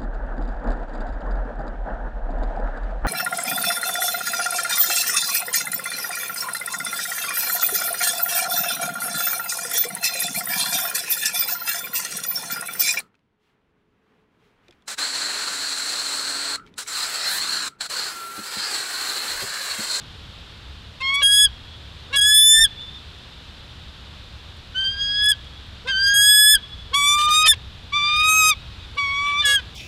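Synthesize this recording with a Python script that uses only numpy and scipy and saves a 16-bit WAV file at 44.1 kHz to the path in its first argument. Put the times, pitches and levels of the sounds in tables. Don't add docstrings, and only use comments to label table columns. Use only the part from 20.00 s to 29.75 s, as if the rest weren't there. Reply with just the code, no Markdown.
import sys
import numpy as np
from scipy import signal
from scipy.fft import rfft, irfft, next_fast_len
from scipy.io import wavfile
from scipy.ndimage import uniform_filter1d, map_coordinates

SR = 44100
rng = np.random.default_rng(int(sys.argv[2]) if len(sys.argv) > 2 else 0)


def master(y):
    cut = np.clip(np.atleast_2d(y).T, -1, 1)
    pcm = np.round(cut * 32767)
    wavfile.write(sys.argv[1], SR, pcm.astype(np.int16))


def voltage_ratio(decibels):
    exponent = np.asarray(decibels, float) / 20
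    return 10 ** exponent


N = 429975

# pitch_hz, level_db
THROAT = [(500, -20.5), (1100, -7), (1800, -6.5), (2400, -1), (3100, 1.5), (4200, -4.5), (5500, -9.5),
          (9000, -8.5), (15000, -42.5)]


def unit(x):
    return x / np.sqrt(np.mean(x ** 2) + 1e-20)


def along(points, hz):
    f, v = np.transpose(points)
    return np.interp(np.log(hz + 1), np.log(f + 1), v)


def wobble(rate, size=N):
    knots = rng.standard_normal(int(size * rate / SR) + 4)
    return map_coordinates(knots, [np.arange(size) * rate / SR])


def smooth(x, s):
    return uniform_filter1d(x, max(1, int(s * SR)))


def peak(hz, centre, half_width):
    return 1 / (1 + ((hz - centre) / half_width) ** 2)


def filtered(x, response):
    m = next_fast_len(N + SR // 2)
    return irfft(rfft(x, m) * response(np.fft.rfftfreq(m, 1 / SR)), m)[..., :N]


def coloured_noise(response):
    return unit(filtered(rng.standard_normal(N), response))


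def echo_paths(hz, paths):
    return sum(voltage_ratio(db) * np.exp(-2j * np.pi * hz * s) for s, db in paths)


def blurred(x, length, t60, gap_s):
    t = np.arange(length) / SR
    tail = rng.standard_normal(length) * voltage_ratio(-60 * t / t60) * (t > gap_s)
    return signal.oaconvolve(x, tail / np.linalg.norm(tail))[:N]


def wind():
    # pitch_hz, level_db (per Hz)
    air = [(12, -51), (20, -4.5), (47, -5), (64, 4), (232, -16.5), (275, -20), (384, -23), (493, -22.5),
           (652, -25), (1460, -23), (2160, -26.5), (3300, -19.5), (3600, -17.5), (5400, -33), (5900, -37.5),
           (12900, -54), (15600, -78)]
    # time_s, level_db
    gusts = [(0.0, -47.5), (2.15, -46.5), (2.39, -42), (2.58, -36), (2.69, -47.5), (5.13, -46), (5.37, -46),
             (6.49, -45.5), (6.79, -44.5), (7.25, -45), (7.66, -44), (8.63, -45.5), (9.75, -45)]
    s, db = np.transpose(gusts)
    lift_db = lambda hz: 1.5 * peak(hz, 7600, 600) + 4 * peak(hz, 13500, 1200)
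    noise = voltage_ratio(-39) * coloured_noise(lambda hz: voltage_ratio(along(air, hz) + lift_db(hz)))
    rumble = filtered(noise, lambda hz: 1 / (1 + (hz / 220) ** 4))
    swell = voltage_ratio(np.interp(np.arange(N) / SR, s, db - np.mean(db)) + wobble(3.6))
    breeze = voltage_ratio(.5 * wobble(1))
    return swell * rumble + breeze * (noise - rumble)


def twigs():
    # start_s, peak_db
    ticks = [
        (3.1875, -52),
        (3.6062, -51.5),
        (4.5692, -46),
        (4.7006, -53.5),
        (5.4462, -46),
        (5.6657, -48),
        (8.9533, -45),
        (9.2812, -36),
        (9.274, -41),
        (9.302, -46),
    ]
    x, t = np.zeros(N + 400), np.arange(400) / SR
    for s, db in ticks:
        x[round(s * SR):][:400] += voltage_ratio(db - 60 * t / 0.0072) * rng.standard_normal(400)
    return filtered(x[:N], lambda hz: np.clip(hz / 7000, 0, 1) ** 2 / (1 + (hz / 13500) ** 16))


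def slope(x):
    # delay_s, level_db
    slopes = [
        (.335, -32),
        (.295, -36),
        (.2, -41),
    ]
    # time_s, level_db
    facing = [
        (1.3, -8),
        (2.4, 2.5),
        (5.2, -5),
        (6.3, 2),
        (7.4, -10),
        (8.3, 0),
    ]
    crown = filtered(blurred(x, SR // 2, t60=.45, gap_s=.01), lambda hz: 1 / (1 + ((hz - 1750) / 300) ** 4))
    turned = x * voltage_ratio(np.interp(np.arange(N) / SR, *np.transpose(facing)))
    far = filtered(turned, lambda hz: echo_paths(hz, slopes) * peak(hz, 3600, 800))
    return voltage_ratio(-27) * crown + far * voltage_ratio(3.5 * wobble(45))


def forest(x):
    # pitch_hz, decay_s
    decay = [(1000, .6), (3500, 1.1), (6000, .3)]
    hz, t, z = signal.stft(rng.standard_normal(SR), SR, nperseg=256)
    colour_db = -5 * np.abs(np.log2((hz + 1) / 3300))
    fade_db = -60 * t / along(decay, hz)[:, None]
    tail = signal.istft(z * voltage_ratio(colour_db[:, None] + fade_db), SR, nperseg=256)[1]
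    late = np.clip(np.arange(len(tail)) / SR / .3, 0, 1) ** 1.5
    tail = tail * late * voltage_ratio(2.5 * wobble(32, size=len(tail)))
    x = x * (.6 + .9 * wobble(90))
    return signal.fftconvolve(x, tail / np.linalg.norm(tail))[:N]


def trunks(x):
    # delay_s, level_db
    paths = [
        (.011, -24),
        (.019, -27),
        (.031, -30),
    ]
    return filtered(x, lambda hz: echo_paths(hz, paths) * peak(hz, 3400, 900))


def nest(x):
    blur = blurred(x, SR // 10, t60=.095, gap_s=.004)
    return voltage_ratio(-32) * filtered(blur, lambda hz: 1 / (1 + (hz / 6000) ** 4))


def phrase(rows, from_jump, to_jump):
    first, last = np.array(rows[0]), np.array(rows[-1])
    jump, attack, release = (0.016, 9.5, -0.018), (.016, 17, 0.025), (.022, 22, .075)
    lead_s, lead_db, scoop = jump if from_jump else attack
    tail_s, tail_db, sag = jump if to_jump else release
    start = first - [lead_s, scoop * first[1], lead_db, 0, 10]
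    end = last - [-tail_s, sag * last[1], tail_db, 0, 10 if to_jump else 7]
    return np.vstack([start, rows, end])


def phrases():
    # time_s, pitch_hz, level_db, beak_gape (0-1), pressure (dB per octave)
    first_low = [(1.018, 1057, -28.5, 0.44, -10.5), (1.036, 1071, -24.5, 0.52, 0.5),
                 (1.096, 1087, -19, 0.56, 5), (1.12, 1103, -21.5, 0.5, -0.5), (1.15, 1120, -18, 0.57, 4.5),
                 (1.21, 1142, -24, 0.58, -2.5)]
    first_high = [(1.232, 1633, -15, 0.67, -2), (1.26, 1638, -14, 0.64, 5),
                  (1.295, 1652, -16.5, 0.68, -5.5), (1.33, 1662, -13.5, 0.7, 3),
                  (1.44, 1695, -13, 0.73, 1.5), (1.458, 1663, -13, 0.65, 1)]
    second = [(2.142, 1670, -24.5, 0.6, -11.5), (2.172, 1691, -14.5, 0.74, -3),
              (2.184, 1650, -14.5, 0.67, -2.5), (2.308, 1711, -14, 0.77, -3.5),
              (2.363, 1727, -13, 0.73, 4.5), (2.506, 1757, -12, 0.72, 8), (2.591, 1781, -13.5, 0.82, -7),
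              (2.633, 1816, -12.5, 0.82, -1.5), (2.652, 1681, -13, 0.65, -1.5)]
    third = [(4.759, 1510, -26, 0.67, -7), (4.786, 1554, -21.5, 0.65, -3.5),
             (4.876, 1579, -21.5, 0.69, 0.5), (4.917, 1604, -26.5, 0.56, 9), (4.959, 1608, -34, 0.35, 13),
             (5.019, 1637, -22.5, 0.6, 7.5), (5.099, 1645, -24.0, 0.54, 10), (5.307, 1702, -14, 0.57, 3),
             (5.322, 1649, -12.5, 0.69, 3.5)]
    fourth = [(5.888, 1587, -22.5, 0.78, -10.5), (5.91, 1600, -20, 0.75, -9.5),
              (5.934, 1523, -22, 0.69, -6.5), (6.041, 1604, -16, 0.883, -8), (6.15, 1636, -14.5, 0.71, -8),
              (6.294, 1683, -13.5, 0.78, -2), (6.463, 1704, -13, 0.79, -3), (6.536, 1733, -13.5, 0.77, 1),
              (6.557, 1639, -11.5, 0.74, -3.5)]
    fifth_low = [(6.946, 1105, -16, 0.66, -4.5), (6.966, 1149, -18, 0.66, -8.5),
                 (7.016, 1141, -19.0, 0.59, -3.5), (7.09, 1165, -15, 0.68, -3),
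                 (7.168, 1189, -18.5, 0.79, -10), (7.3, 1213, -16.5, 0.672, -12),
                 (7.348, 1231, -14.5, 0.745, -7), (7.426, 1246, -16, 0.68, -7),
                 (7.462, 1263, -16, 0.61, -3.5)]
    fifth_high = [(7.48, 1782, -13.5, 0.77, 3), (7.506, 1784, -11.5, 0.72, 3.9), (7.523, 1715, -13, 0.7, 1)]
    sixth = [(7.936, 1149, -20.5, 0.6, -3), (7.966, 1190, -18.5, 0.67, -6), (8.002, 1167, -21, 0.64, -4),
             (8.285, 1261, -16, 0.65, -4.5), (8.35, 1271, -16.5, 0.54, -7), (8.392, 1277, -14.5, 0.56, -2),
             (8.44, 1252, -16, 0.64, -6), (8.5, 1264, -16.5, 0.6, -4.5), (8.523, 1173, -17, 0.61, -2)]
    last_low = [(8.985, 1143, -20, 0.56, -4.5), (9.086, 1108, -24, 0.5, -2.5),
                (9.18, 1130, -22.5, 0.58, -3), (9.268, 1154, -20.5, 0.58, -5), (9.334, 1151, -22, 0.54, -7),
                (9.37, 1160, -22, 0.61, -5.5), (9.408, 1189, -17, 0.67, 0), (9.424, 1185, -23.5, 0.73, -2)]
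    last_high = [(9.436, 1733, -29.5, 0.63, -7), (9.452, 1697, -15.5, 0.57, -1),
                 (9.482, 1674, -18.5, 0.57, -5), (9.546, 1666, -15, 0.59, -5.5),
                 (9.568, 1608, -17, 0.64, -3.5), (9.589, 1539, -26, 0.52, -4)]
    calls = [first_low, first_high, second, third, fourth, fifth_low, fifth_high, sixth, last_low, last_high]
    jumps = [b[0][0] - a[-1][0] < .1 for a, b in zip(calls, calls[1:])]
    return [phrase(*each) for each in zip(calls, [False] + jumps, jumps + [False])]


def effort():
    # start_s, length_s, first_db, last_db (over the voice), mouth_resonance_hz
    slaps = [(1.142, 0.017, -19.5, -15.5, 8200), (1.226, 0.228, -10.5, -5, 9200),
             (2.162, 0.037, -8.5, -12, 8790), (2.212, .125, -8.5, -9.5, 8500), (2.342, .2, -3, -3, 10650),
             (2.536, .12, -4, -8.5, 8360), (5.225, .004, -21, -26, 9115), (5.237, 0.0085, -21, -10, 9400),
             (5.258, 0.011, -9, -19, 9700), (5.287, 0.03, -10.5, -7, 9270),
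             (6.031, 0.0235, -28, -24.5, 6970), (6.064, 0.025, -23, -18, 6400),
             (6.096, 0.0086, -24.5, -28.5, 6500), (6.141, .12, -11.5, -5, 7300),
             (6.26, 0.296, -2, -3.5, 8640), (6.944, .21, -14, -14, 6700), (7.159, 0.102, -20.5, -20, 7530),
             (7.29, 0.014, -19.5, -28.5, 6900), (7.308, 0.122, -11, -13, 6540),
             (7.463, 0.059, -3, -6, 10300), (8.161, 0.027, -22, -28, 7630), (8.196, 0.024, -19, -23, 7000),
             (8.232, .06, -20.5, -7, 7500), (8.292, 0.2125, -7.5, -5.5, 6730),
             (8.513, .003, -24, -26, 9000), (9.456, .105, -9.5, -14.5, 7610)]
    # centre_s, half_length_s, level_db, beat (share of pitch), roughness (0-1)
    slips = [(1.013, 0.013, -32.5, .5, 0.4), (1.223, 0.011, -26, .34, 0), (2.146, 0.018, -20, .335, 0.2),
             (5.247, 0.038, -50, .335, 1.1), (5.879, 0.029, -26, .335, 0.26), (6.943, 0.008, -31, .5, 0.59),
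             (7.192, 0.0084, -30.5, .5, 0.42), (7.212, .007, -28.5, .5, 0.42), (7.237, .03, -39.5, .5, 1),
             (7.285, 0.0058, -27, .5, 0.22), (7.3, 0.011, -35, .5, 0.5), (7.343, .03, -38.5, .5, 0.9),
             (7.424, .02, -41, .5, .8), (7.457, 0.011, -28, .5, 0.4), (7.474, 0.011, -18.5, .335, 0.4),
             (7.54, .007, -23.5, .33, 0.5), (7.93, 0.011, -46, .5, 0.2), (8.0, 0.046, -48.5, .5, 1),
             (8.089, 0.034, -40.5, .5, 1), (8.139, .015, -40.5, .5, 1), (8.163, .006, -38, .5, .8),
             (8.22, 0.046, -42.5, .5, .9), (8.291, .008, -36, .5, 0.3), (8.33, .03, -43.5, .5, 0.3),
             (8.45, .025, -39.5, .5, .4), (8.491, .009, -28.5, .5, 0.2), (8.983, 0.0056, -30.5, .5, 0.35),
             (9.298, 0.048, -41.5, 0.67, 1), (9.433, 0.014, -38.5, .33, 0.3),
             (9.496, 0.047, -22.5, .305, 0.11), (9.598, .008, -33.5, .33, 0.1)]
    t = np.arange(0, N, 16) / SR
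    rows = np.vstack(phrases())
    rows = rows[np.argsort(rows[:, 0])]
    start, length, first_db, last_db, hz = np.transpose(slaps)[:, :, None]
    inside = np.clip(t - start, 0, length)
    fade_db = 3997.5 * np.abs(t - start - inside)
    slaps_db = first_db + (last_db - first_db) * inside / length - fade_db
    barely_touching_db = -36.5
    db = np.interp(t, rows[:, 0], rows[:, 2]) + np.maximum(slaps_db.max(axis=0), barely_touching_db)
    mid, half, level, share, rough = np.transpose(slips)
    away = np.abs(t - mid[:, None]) / half[:, None]
    slip, near = voltage_ratio(level) @ np.exp(-away ** 2), away.argmin(axis=0)
    coarse = db, hz[slaps_db.argmax(axis=0), 0], slip, share[near], np.clip(rough[near], 0, 1)
    db, mouth_hz, *rest = [np.interp(np.arange(N) / SR, t, c) for c in coarse]
    return voltage_ratio(smooth(db, .002)), smooth(mouth_hz, 0.01), *rest


def through_beak(hz, level_db, gape, pressure):
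    k = np.arange(1, 4)[:, None]
    u = k * hz / (1000 * 2 ** (2.6 * gape))
    db = pressure * np.log2(k) - 10 * np.log10((1 - u * u) ** 2 + (u / 6) ** 2)
    return list(level_db + db - 10 * np.log10(np.sum(voltage_ratio(db) ** 2, axis=0)))


def pockets_db(t, hz):
    # centre_s, half_length_s, pitch_hz, level_db (below 0
    pockets = [(1.12, 0.033, 5020, -25), (1.241, 0.033, 4900, -5.5), (1.332, 0.049, 6650, -4.5),
               (1.301, .1, 11600, -4), (1.273, .04, 13400, -10), (2.23, .03, 11700, -5.5),
               (2.27, .03, 6770, 4), (2.39, 0.056, 6900, -9), (2.46, 0.043, 8750, -11),
               (2.46, 0.057, 1750, -5), (2.49, 0.097, 5270, -6), (2.54, 0.018, 12400, -10),
               (2.581, .025, 7100, -3.5), (2.61, 0.035, 10820, -8.5), (2.643, 0.0035, 1750, -16.5),
               (4.817, 0.018, 4700, -9), (4.85, .05, 9450, -10), (5.1, 0.13, 13000, 13),
               (5.03, 0.072, 6550, 9.5), (5.93, .05, 9180, -14), (6.03, 0.038, 3130, -8.5),
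               (6.127, 0.031, 3250, -8.5), (6.118, 0.021, 6400, 13), (6.33, 0.05, 6710, -12.5),
               (6.33, 0.1, 10120, -13), (6.438, 0.035, 6760, -6), (6.44, .02, 10250, -8),
               (6.389, 0.18, 11870, 9), (6.553, 0.0033, 1650, -13.5), (7.052, 0.053, 8050, 6.5),
               (7.279, 0.097, 2440, -5), (7.319, 0.028, 7340, -10), (7.32, .025, 9800, -8),
               (7.379, .04, 7420, 4.5), (7.993, 0.024, 4670, 2), (8.156, 0.12, 4900, 8),
               (8.0, 0.051, 10600, -17), (8.194, 0.06, 7400, -10), (8.319, 0.033, 5100, -18),
               (8.381, 0.047, 5090, -11), (8.374, 0.09, 10200, -21), (8.393, 0.048, 8900, -11),
               (9.13, .025, 6660, -4), (9.281, 0.036, 4620, -19), (9.36, 0.021, 4620, -22),
               (9.496, .025, 10000, -14), (9.5, .03, 13400, -16), (9.493, 0.016, 8310, -2),
               (2.641, .006, 10620, 17), (2.66, .004, 8550, -10), (4.762, .003, 4500, -10),
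                (4.773, .003, 4530, -10), (4.8, .003, 4720, -13), (4.812, .005, 4800, 15),
                (4.833, 0.0052, 4720, -17), (4.854, .012, 4740, 6.5), (4.963, .003, 4830, -13),
                (5.26, 0.0027, 5090, -17), (5.919, 0.0024, 1570, -3.5), (6.554, .003, 6600, -16),
                (6.543, 0.0059, 1700, 7.5), (8.516, .005, 3650, 6), (8.527, 0.009, 1172, -7),
                (8.533, 0.0064, 2300, 4.5), (1.46, 0.0072, 1640, -3.5), (5.34, 0.0073, 1570, 3.5),
                (7.52, 0.0045, 1720, 11), (9.57, .015, 4800, -12), (7.52, .008, 5140, 4),
                (1.455, .006, 6700, -7.5), (2.441, .03, 5240, -2), (5.228, 0.0028, 5050, -12),
                (5.246, .003, 4970, -9), (5.264, .004, 5070, -7), (5.4, 0.0018, 3200, 8),
                (1.47, .006, 4800, 10), (8.513, 0.0033, 4880, 13), (8.526, 0.0061, 4700, 8.5),
                (8.527, .004, 3520, -13), (6.5, .009, 2440, -13), (7.45, .018, 5040, 12.5),
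                (7.28, .012, 4850, -13), (9.2, .014, 6050, -12), (8.06, 0.028, 4750, 9.5),
                (9.155, .03, 4500, -9.5), (9.23, .02, 3300, -11), (7.168, .013, 5950, -13),
                (5.929, .002, 4620, -13.5), (9.305, 0.027, 6000, -13)]
    half_hz = 450
    return sum(db * np.exp(-((t - s) / half) ** 2 - ((hz - centre) / half_hz) ** 2)
               for s, half, centre, db in pockets if t[0] < s < t[-1])


def air_flow(t, falling):
    # centre_s, half_length_s, depth (0-1)
    catches = [(1.467, 0.0015, 0.8), (2.18, 0.0033, 0.67), (2.207, 0.0063, 0.4), (2.602, 0.0045, 0.62),
               (2.634, 0.0026, 0.4), (5.313, 0.0031, 0.95), (5.324, 0.0018, 0.56), (5.327, 0.002, 0.9),
               (5.335, .0015, .7), (6.545, 0.0035, 0.58), (6.56, 0.0015, 0.6), (7.521, .002, 0.72),
               (2.66, .001, .85), (2.669, .001, .7), (7.288, 0.0098, 0.5), (6.571, .001, .8)]
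    flow = 1 - sum(np.clip(depth, 0, .9) * np.exp(-((t - mid) / half) ** 2) for mid, half, depth in catches)
    dying = np.clip(1 - (t[-1] - t) / .024, 0, .5) * 2 * falling
    return flow * (1 - .35 * dying * np.clip(.5 + wobble(260, size=len(t)), 0, 1))


def low_partials(t, hz, turn, dbs):
    falter = .65 + .5 * np.clip(1 - (t[-1] - t) / .07, 0, 1)
    out = 0
    for k, db in enumerate(dbs, 1):
        shaky_db = falter * np.sqrt(k) * wobble(68.58, size=len(t))
        out = out + voltage_ratio(db + pockets_db(t, k * hz) + shaky_db) * np.sin(k * turn + 0.91 * k * k)
    return out


def dull_db(hz, knee_hz, weak):
    return -26 * weak * np.log2(np.clip(hz / knee_hz, 1, None))


def soft_overtones(f, dbs, drift):
    body_db = 10 * np.log10(sum(voltage_ratio(db) ** 2 for db in dbs))
    hollow_db = 9 * peak(f, 4550, 350)
    return voltage_ratio(body_db - 15.5 - 64 * np.log2(f / 4700) + 2.0 * drift - hollow_db)


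def slapped_overtones(f, flow, buzz, mouth_hz, weak, drift):
    # pitch_hz, level_db
    slap_colour = [(4000, -14), (5500, 6), (6800, 2), (8500, 4), (10300, 3.5), (12000, -4.5), (13800, -8),
                   (16000, -36.5)]
    mouth_db = 7 * peak(f, mouth_hz, 900)
    slap = voltage_ratio(along(slap_colour, f) + dull_db(f, 5400, weak) + 2.1 * drift + mouth_db)
    treble = np.sqrt(np.sum((slap * (f > 7300)) ** 2, axis=0))
    return slap * (buzz * flow * voltage_ratio(0.9 * wobble(45.04, size=len(buzz))) / treble)


def folded_lines(t, f, orders, turn, buzz, drift):
    fall_db = 54.924 * np.log2(np.clip(f / 19000, 1, None))
    gain = (f > 16300) * voltage_ratio(3 * drift - 3 - fall_db) * buzz ** 3
    return np.sum(gain * np.sin(2 * np.pi * 32000 * t - orders * turn), axis=0)


def side_lines(hz, turn, slip, part, rough, weak, high):
    beat = 2 * np.pi * np.cumsum(part * hz) / SR
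    pairs = [(k, side) for k in range(10) for side in (-1, 1) if k + side >= 0 and (k, side) != (0, -1)]
    k, side = np.transpose(pairs)[:, :, None]
    shake = rough * np.array([wobble(210, size=len(hz)) for _ in k])
    gain = voltage_ratio(along(THROAT, (k + side * part) * hz) + dull_db(k * hz, 4037, weak) + 3.5 * shake)
    lines = np.sum(gain * np.sin(k * turn + side * beat + 2.9 * shake + k * k), axis=0) / 2
    steady = high * np.clip(1 - rough / .15, 0, 1)
    slow = voltage_ratio(-14.5) * np.sin(beat) + voltage_ratio(-19) * np.sin(turn - 2 * beat)
    return slip * (lines + steady * slow)


def note(rows, *strains):
    s, pitch, *controls = np.transpose(rows)
    a, b = int((s[0] - .001) * SR), int((s[-1] + .008) * SR)
    buzz, mouth_hz, slip, share, rough = [strain[a:b] for strain in strains]
    t = np.arange(a, b) / SR
    edge = np.clip(np.minimum((t - t[0]) / .004, (t[-1] - t) / .016), 0, 1) ** 2
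    hz = smooth(np.interp(t, s, pitch), .012) * (1 + .0008 * wobble(60, size=b - a))
    turn = 2 * np.pi * np.cumsum(hz) / SR
    dbs = through_beak(hz, *[smooth(np.interp(t, s, v), 0.0037) for v in controls])
    flow = air_flow(t, falling=pitch[-1] < pitch[-2])
    dbs[1:] = [db + 20 * np.log10(flow) for db in dbs[1:]]
    out = low_partials(t, hz, turn, dbs)

    orders = np.arange(4, 15)[:, None]
    f = orders * hz
    drift = np.array([wobble(26.1, size=b - a) for _ in orders])
    weak = np.clip((voltage_ratio(-51) / buzz) ** .8 - .3, 0, 1)
    gain = soft_overtones(f, dbs, drift) + slapped_overtones(f, flow, buzz, mouth_hz, weak, drift)
    gain = gain * voltage_ratio(pockets_db(t, f)) * (f < 15600)
    out += np.sum(gain * np.sin(orders * turn + 0.54 * drift + 1.9 * orders), axis=0)
    out += folded_lines(t, f, orders, turn, buzz, drift)

    high = np.mean(pitch) > 1400
    out += side_lines(hz, turn, slip, share if high else .5, rough, weak, high)
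    return a, np.sqrt(2) * edge * out


def lead_ins():
    # start_s, length_s, level_db
    stubs = [
        (2.098, 0.034, -42.5),
        (5.842, 0.043, -35.5),
        (6.912, 0.0247, -40.5),
        (8.954, 0.022, -42),
    ]
    out, t = np.zeros(N), np.arange(N) / SR
    for s, length, db in stubs:
        u = np.clip((t - s) / length, 0, 1)
        turn = 2 * np.pi * length * u * (440 + 55 * u)
        overtones = 2.3 * u ** 2 * (np.sin(2 * turn) + np.sin(3 * turn))
        out += voltage_ratio(db) * np.sin(np.pi * u) * (np.sin(turn) + overtones)
    return out


def breathing(sounding, buzz, slip, rough):
    # pitch_hz, level_db
    hiss_colour = [(500, -8), (3000, -1.5), (6000, -1.5), (9000, 1), (13000, 1), (15500, -20.5)]
    hiss = coloured_noise(lambda hz: voltage_ratio(along(hiss_colour, hz)))
    rasp = coloured_noise(lambda hz: voltage_ratio(along(THROAT, hz) + 8 * peak(hz, 3150, 500)))
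    rasp = unit(rasp * voltage_ratio(4 * wobble(520)))
    push = buzz ** .45 * np.clip(buzz / voltage_ratio(-51.0), 0, 1) ** 2
    hiss = voltage_ratio(-30.5 + 0.67 * wobble(40)) * push * hiss
    return sounding * (hiss + voltage_ratio(-6) * (rough + 0.17) * slip * rasp)


def eagle():
    buzz, mouth_hz, slip, share, rough = effort()
    voice = np.zeros(N)
    for rows in phrases():
        a, x = note(rows, buzz, mouth_hz, slip, share, rough)
        voice[a:a + len(x)] += x
    sounding = np.clip(smooth(np.abs(voice), 0.0043) / voltage_ratio(-46.5), 0, 1)
    return voice + lead_ins(), breathing(sounding, buzz, slip, rough)


def scene():
    bird, breath = eagle()
    ringing = filtered(bird, lambda hz: (hz > 3000) * (hz < 4000))
    loud = smooth(ringing ** 2, .08) / voltage_ratio(-14) ** 2
    echo = voltage_ratio(-48) * forest(bird) + trunks(bird) + nest(bird)
    hiss = filtered(breath, lambda hz: hz > 5500)
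    background = (breath - hiss + wind() + twigs()) / (1 + np.abs(loud) ** 3)
    return (bird + echo + hiss + background + slope(bird))[None]


def roll_off(x):
    return signal.sosfilt(signal.butter(12, 15780, fs=SR, output="sos"), x)


def record(dry):
    # time_s, level_db
    thumps = [
        (1.46, -33.5),
        (2.632, -27),
        (6.56, -32.5),
        (7.5, -33.5),
    ]
    t = np.arange(N) / SR
    thump = sum(voltage_ratio(db) * np.exp(-((t - s) / 0.03) ** 2) * np.sin(2 * np.pi * 38 * (t - s)) for s, db in thumps)
    rounded = dry / (1 + np.abs(dry / .75) ** 6) ** (1 / 6)
    return roll_off(rounded + thump)


dry = scene()
out = record(dry)
master(out)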